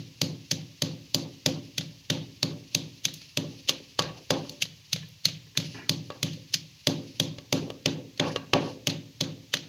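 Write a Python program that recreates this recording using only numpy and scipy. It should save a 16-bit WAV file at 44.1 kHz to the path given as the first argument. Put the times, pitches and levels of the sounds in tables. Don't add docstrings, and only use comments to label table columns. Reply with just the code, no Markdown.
import sys
import numpy as np
from scipy import signal
from scipy.fft import rfft, irfft, next_fast_len
from scipy.io import wavfile
from scipy.ndimage import uniform_filter1d, map_coordinates

SR = 44100
rng = np.random.default_rng(int(sys.argv[2]) if len(sys.argv) > 2 else 0)


def gain_from_decibels(decibels):
    exponent = np.asarray(decibels, float) / 20
    return 10 ** exponent


def transcribe(signal):
    frames = np.atleast_2d(signal).T
    limited = np.clip(frames, -1, 1)
    pcm = np.round(limited * 32767).astype(np.int16)
    wavfile.write(sys.argv[1], SR, pcm)


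N = 426888
LEAD = SR // 2

# crunch_peak_s, thud_db, knock_db, crunch_db, tilt_db_per_octave, air_gap_hz
BLOWS = [(-0.113, -32.5, -40, -22.5, 0, 4500), (0.217, -32, -37.5, -24.5, -1, 4580),
         (0.5153, -35.5, -43, -25, -2, 5350), (0.8223, -33.5, -38, -25, -1.8, 4470),
         (1.1473, -35.5, -36.5, -23.5, 0.4, 4750), (1.4623, -32.5, -33, -23, -2, 5040),
         (1.7827, -38, -46.5, -27, -1.5, 3380), (2.1025, -32.5, -36.5, -23.5, -4.5, 3400),
         (2.4309, -33.5, -37, -25.5, -2.5, 4380), (2.7504, -37, -41, -23, -0.5, 3750),
         (3.0541, -44, -50, -24, -.6, 3450), (3.3742, -35, -36.5, -27, -2, 3000),
         (3.6945, -48.5, -46, -20.5, -2.5, 2980), (3.9937, -37, -45.5, -23.5, -4.5, 4600),
         (4.3071, -34.5, -34, -22.5, -4.5, 4660), (4.6241, -46.5, -60.5, -25.5, -1.3, 3000),
         (4.932, -38, -58.5, -25.5, -1.6, 3550), (5.256, -38.5, -52.5, -21.5, -2.2, 4320),
         (5.5755, -34.5, -43, -26, -0.5, 3440), (5.895, -33, -39, -23.5, -0.5, 4460),
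         (6.2306, -33, -40.5, -24.5, -1.5, 3160), (6.5435, -43.5, -54.5, -23, -1.5, 5160),
         (6.8722, -32, -31.5, -23.5, -1.2, 3400), (7.2005, -33, -37.5, -24, -1, 3400),
         (7.528, -32.5, -31, -23.5, -1, 2560), (7.86, -33, -33, -23.5, -5.5, 2800),
         (8.199, -33, -33, -24.5, -8, 3500), (8.5359, -32, -29.5, -22, -7.5, 3000),
         (8.8727, -34, -37, -24.5, -2, 2900), (9.2102, -35, -38, -26.5, -3.5, 4000),
         (9.5407, -44, -47, -22.5, -4, 3030)]
# mode_hz, relative_db, t60_s
BODY_MODES = [(104, -37, .78), (116.8, -38.5, .89), (123, -41, 1.07), (136.6, -26.5, .32),
              (148.8, -30.5, .54), (158.4, -23, .42), (161.9, -15.5, .15), (167, -38, .6),
              (179.8, -47, .76), (183.8, -36.5, .61), (193.7, -32, .26), (215.2, -50.5, 1.2),
              (226.9, -29, .39), (228.2, -29, .24), (256, -38, .37), (263.5, -41, .81), (269.7, -46.5, .78),
              (274.6, -30.7, .52), (291, -37, .65), (306.7, -47.5, .46), (314, -54.5, 1.1),
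              (331.7, -42, .48), (345, -36, .54)]
BODY_SIGNS = [-1, 1, 1, 1, 1, 1, -1, 1, -1, 1, 1, -1, 1, -1, 1, 1, -1, -1, -1, 1, -1, -1, -1]
# freq_hz, relative_db
CRUNCH_SPECTRUM = [(290, -45.5), (500, -18.5), (952, -30.5), (1980, -14), (3160, -4.5), (4490, -2),
                   (5590, -7), (6280, -1.5), (8670, -28), (10600, -15.5), (12300, -21), (15100, -17),
                   (16500, -48)]
# mode_hz, relative_db, t60_s
WOOD_MODES = [(343, -11, 0.35), (424.4, 2, 0.096), (472, -6, 0.15), (518.7, -1, 0.24), (555, -2, 0.072),
              (585.4, 3.5, 0.13), (703, -4, 0.02), (795, -6.5, 0.1), (880, 0.5, 0.032), (994, -5, 0.06),
              (1132.6, 1.5, 0.081), (1225, -2.5, 0.062), (1404, -9, 0.046), (1645, -2.5, 0.047),
              (1870, -4.5, 0.038), (2020, -14, 0.035), (2800, 7, 0.095), (3400, -32, 0.032),
              (4140, 14, 0.068)]
# start_s, clack_db, favoured_hz, range_octaves, room_db
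GLANCES = [(3.6946, -40, 600, 2.5, -18.5), (3.992, -32.5, 1070, 0.75, -17.5), (4.3064, -37.5, 740, 0.6, -8),
           (8.198, -44, 893, 0.83, 0), (8.5345, -30, 897, 0.69, -10), (9.5399, -51.5, 850, 0.77, -17)]
# start_s, clack_db, favoured_hz, push_db, crackle_db
TAPS = [(6.103, -44, 1000, -56, -43), (7.384, -59, 1120, -70, -43), (7.702, -52.5, 1120, -75, -40.5),
        (8.361, -40, 1330, -49, -32)]
# peak_s, crunch_db
REBOUNDS = [(1.812, -41.2), (3.086, -40), (4.024, -36), (4.656, -44.5), (4.964, -39), (5.288, -39.5),
            (5.602, -37.5), (8.903, -34.5), (9.242, -43.5), (9.571, -35.5)]
# peak_s, crunch_db, spread_ms, tilt_db_per_octave
TICKS = [(3.141, -43, 1.8, 6.5), (3.217, -50, 4.7, -5), (4.496, -43, 1.9, 1.5), (5.088, -62.5, 1.5, 12),
         (6.12, -55, 3, -7), (6.339, -47, 11, -2.5), (6.521, -63, 2, -7), (8.179, -49.5, 5.8, -4)]
# start_s, clack_db, favoured_hz, room_db, thump_db
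FAR_KNOCKS = [(5.03, -60, 1550, -33, -85), (5.468, -69, 1000, -24, -68), (5.553, -59, 1820, -6, -62),
              (5.746, -54.5, 1200, -2, -50.5)]
# mode_hz, relative_db, t60_s
THIN_MODES = [(265, 3, .1), (445, -2, .1), (1065, -10, 0.065), (1744, -2.5, 0.079), (1960, -3, .05),
              (2430, -5, .06), (2900, -5, .07)]
# freq_hz, t60_s
KITCHEN_DECAY = [(300, 0.64), (1000, 0.36), (3000, 0.4), (8000, 0.22), (15000, 0.14)]
# time_s, level_db
RUSTLE_LEVELS = [(0, -58), (1.9, -60.5), (3.1, -57), (4.2, -57), (5.2, -64.5), (6.0, -63), (7.0, -57),
                 (7.9, -75), (9.0, -75), (9.68, -67)]
# peak_s, level_db
PEELS = [(3.23, -54), (3.59, -56), (4.4, -51.5), (4.53, -62), (4.88, -57), (6.05, -59), (5.64, -46.5),
         (5.77, -54), (7.12, -54.5), (7.58, -52.5), (8.29, -46.5), (8.65, -48.5)]
# freq_hz, relative_db
RUSTLE_SPECTRUM = [(290, -44), (600, -26), (1000, -30), (1450, -25), (1950, -14), (2800, 0.5), (3500, -7),
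                   (4490, 0.5), (6280, -5.5), (8670, -34), (10600, -15.5), (12300, -32), (15100, -29),
                   (16500, -77)]
# freq_hz, relative_db
HISS_SPECTRUM = [(35, -42), (60, -1.5), (137, -3), (276, -22.5), (375, -22.5), (700, -27.5), (1050, -23.5),
                 (1450, -30.5), (1750, -23), (2700, -17), (4430, -16.5), (6450, -19.5), (8540, -37),
                 (15000, -30), (16500, -41)]


def pestle():
    track = np.zeros(N + 3 * LEAD)
    thud, knock = body()
    blows(track, thud, knock)
    glances(track)
    taps(track, thud + knock)
    rebounds(track)
    ticks(track)
    far_knocks(track, thud + knock)
    return track[LEAD:][:N]


def blows(track, thud, knock):
    solid_thud_db, firm_knock_db = -33, -32.5
    thud_lead_s, clack_lead_s = .0014, .0007
    firm_clack_db, clack_db_per_knock_db = -35.5, 1.314
    solid_spread_ms, spread_ms_per_db = 1.56, .2
    solid_room_db, room_db_per_db = -12.5, 0.42
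    for peak_s, thud_db, knock_db, crunch_db, tilt_db, gap_hz in BLOWS:
        eaten_db = solid_thud_db - thud_db
        padded_db = firm_knock_db - knock_db
        add(track, peak_s - thud_lead_s, gain_from_decibels(thud_db) * thud + gain_from_decibels(knock_db) * knock)
        clack_db = firm_clack_db - clack_db_per_knock_db * padded_db
        strike = clack(centre_hz=610, octaves=0.69, room_db=-14.5)
        add(track, peak_s - clack_lead_s, gain_from_decibels(clack_db) * strike)
        spread_ms = solid_spread_ms + spread_ms_per_db * eaten_db
        room_db = solid_room_db - room_db_per_db * eaten_db
        crunch(track, peak_s, crunch_db, spread_ms, tilt_db, gap_hz, room_db)


def crunch(track, peak_s, db, spread_ms, tilt_db, peak_hz, room_db):
    add(track, peak_s - .02, gain_from_decibels(db) * snap(spread_ms / 1000, tilt_db, peak_hz, room_db))


def snap(spread_s, tilt_db, peak_hz, room_db):
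    t = np.arange(LEAD) / SR - .02
    touch_per_ms, touch_spreads = .02, 3.1
    swell = np.exp(t / (0.67 * spread_s))
    touch = touch_per_ms * spread_s * 1000 * np.exp(t / (touch_spreads * spread_s))
    fall = 0.56 * np.exp(-t / (1.62 * spread_s)) + 0.033 * np.exp(-t / 0.038)
    shape = np.where(t < 0, swell + touch, fall)
    pocket_peak_db, pocket_half_width_hz, pocket_share_in_room = 6.5, 310, .4
    hz = np.geomspace(300, 16500, num=90)
    pocket_db = pocket_peak_db / (1 + ((hz - peak_hz) / pocket_half_width_hz) ** 2)
    colour_db = along(CRUNCH_SPECTRUM, hz) + pocket_db + rng.normal(0, 0.32, len(hz))
    room_colour_db = colour_db - (1 - pocket_share_in_room) * pocket_db
    noise = coloured(rng.standard_normal(LEAD), np.transpose([hz, colour_db]), tilt_db)
    burst = noise * unit(shape * flicker(LEAD, step=60.35, depth_db=3.0))
    echoes = kitchen(delay_s=0.015, patchy_db=2.5)
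    tail = np.roll(coloured(echoes, np.transpose([hz, room_colour_db]), tilt_db), SR // 50)
    return (burst + gain_from_decibels(room_db) * tail) * np.sqrt(SR / 40 / LEAD)


def body():
    hz, db, t60_s = np.transpose(BODY_MODES)
    split_hz = 205
    thud = ringing(hz, db, t60_s, np.multiply(BODY_SIGNS, hz < split_hz))
    knock = ringing(hz, db, t60_s, np.multiply(BODY_SIGNS, hz > split_hz))
    return thud, knock


def clack(centre_hz, octaves, room_db, modes=WOOD_MODES):
    hz, db, t60_s = np.transpose(modes)
    favour_db = -6 * (np.log2(hz / centre_hz) / octaves) ** 2
    varied_db = db + favour_db + rng.standard_normal(len(hz))
    ring = ringing(hz, varied_db, t60_s, np.ones(len(hz)))
    echoes = kitchen(delay_s=0.016, patchy_db=3.6)
    pitched = unit(signal.fftconvolve(ring, echoes)[:LEAD])
    wash = coloured(echoes, [(220, -45), *zip(hz, 0.42 * db + 0.42 * favour_db), (7000, -60)])
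    return ring + gain_from_decibels(room_db) * (pitched + gain_from_decibels(0.5) * wash)


def ringing(hz, db, t60_s, weights):
    t = np.arange(LEAD)[:, None] / SR
    modes = np.sin(2 * np.pi * hz * t) * gain_from_decibels(db - 60 * t / t60_s)
    ring = modes @ weights
    return ring / np.std(ring[:SR // 10])


def glances(track):
    for start_s, db, centre_hz, octaves, room_db in GLANCES:
        add(track, start_s, gain_from_decibels(db) * clack(centre_hz, octaves, room_db))


def taps(track, push):
    for start_s, db, centre_hz, push_db, crackle_db in TAPS:
        strike = clack(centre_hz, octaves=0.9, room_db=-20)
        add(track, start_s, gain_from_decibels(db) * strike + gain_from_decibels(push_db) * push)
        crunch(track, start_s + .002, crackle_db, spread_ms=2.2, tilt_db=-9.5, peak_hz=2963, room_db=-19)


def rebounds(track):
    for peak_s, db in REBOUNDS:
        crunch(track, peak_s, db, spread_ms=4.3, tilt_db=-6.5, peak_hz=4200, room_db=-10)


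def ticks(track):
    for peak_s, db, spread_ms, tilt_db in TICKS:
        crunch(track, peak_s, db, spread_ms, tilt_db, peak_hz=4460, room_db=-7)


def far_knocks(track, thump):
    for start_s, db, centre_hz, room_db, thump_db in FAR_KNOCKS:
        strike = clack(centre_hz, octaves=1.8, room_db=room_db, modes=THIN_MODES)
        add(track, start_s, gain_from_decibels(db) * strike + gain_from_decibels(thump_db) * thump)


def kitchen(delay_s, patchy_db):
    hz, t, z = signal.stft(rng.standard_normal(LEAD), SR, nperseg=256)
    patches = uniform_filter1d(rng.standard_normal(z.shape), size=4, axis=0)
    patches = uniform_filter1d(patches, size=9, axis=1)
    decay_db = -60 * t / along(KITCHEN_DECAY, hz)[:, None]
    gain = gain_from_decibels(patchy_db * unit(patches) + decay_db)
    tail = signal.istft(z * gain, SR, nperseg=256)[1][:LEAD]
    build_up = 1 - np.exp(-np.arange(LEAD) / SR / delay_s)
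    return unit(tail * build_up)


def leaves():
    t = np.arange(N) / SR
    noise = coloured(rng.standard_normal(N), RUSTLE_SPECTRUM)
    rustle = unit(flicker(N, step=870, depth_db=2.5) * noise)
    peels = np.zeros(N)
    for peak_s, db in PEELS:
        width_s = np.where(t < peak_s, .06, 0.095)
        peels += gain_from_decibels(db) * np.exp(-((t - peak_s) / width_s) ** 2)
    steady = gain_from_decibels(np.interp(t, *np.transpose(RUSTLE_LEVELS)))
    return np.hypot(steady, peels) * rustle


def hiss():
    return gain_from_decibels(-56.5) * coloured(rng.standard_normal(N), HISS_SPECTRUM)


def unit(x):
    return x / np.sqrt(np.mean(x ** 2) + 1e-20)


def along(points, hz):
    f, v = np.transpose(points)
    return np.interp(np.log(hz + 1), np.log(f + 1), v)


def coloured(x, spectrum, tilt_db=0):
    size = next_fast_len(len(x))
    hz = np.fft.rfftfreq(size, 1 / SR)
    gain = gain_from_decibels(along(spectrum, hz) + tilt_db * np.log2(hz / 4000 + .01))
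    return unit(irfft(rfft(x, size) * gain)[:len(x)])


def flicker(count, step, depth_db):
    values = rng.standard_normal(int(count / step) + 4)
    return gain_from_decibels(depth_db * map_coordinates(values, [np.arange(count) / step]))


def add(track, start_s, sound):
    track[LEAD + round(start_s * SR):][:len(sound)] += sound


def scene():
    mono = pestle() + leaves() + hiss()
    return np.array([mono, mono])


def roll_off(x):
    return signal.sosfilt(signal.butter(12, 16990, fs=SR, output="sos"), x)


def record(dry):
    bass_cut_hz, ceiling = 78, .7
    high_pass = signal.butter(2, bass_cut_hz, "high", fs=SR, output="sos")
    thin = signal.sosfilt(high_pass, dry)
    rounded = thin / (1 + abs(thin / ceiling) ** 3) ** (1 / 3)
    return roll_off(rounded)


dry = scene()
out = record(dry)
transcribe(out)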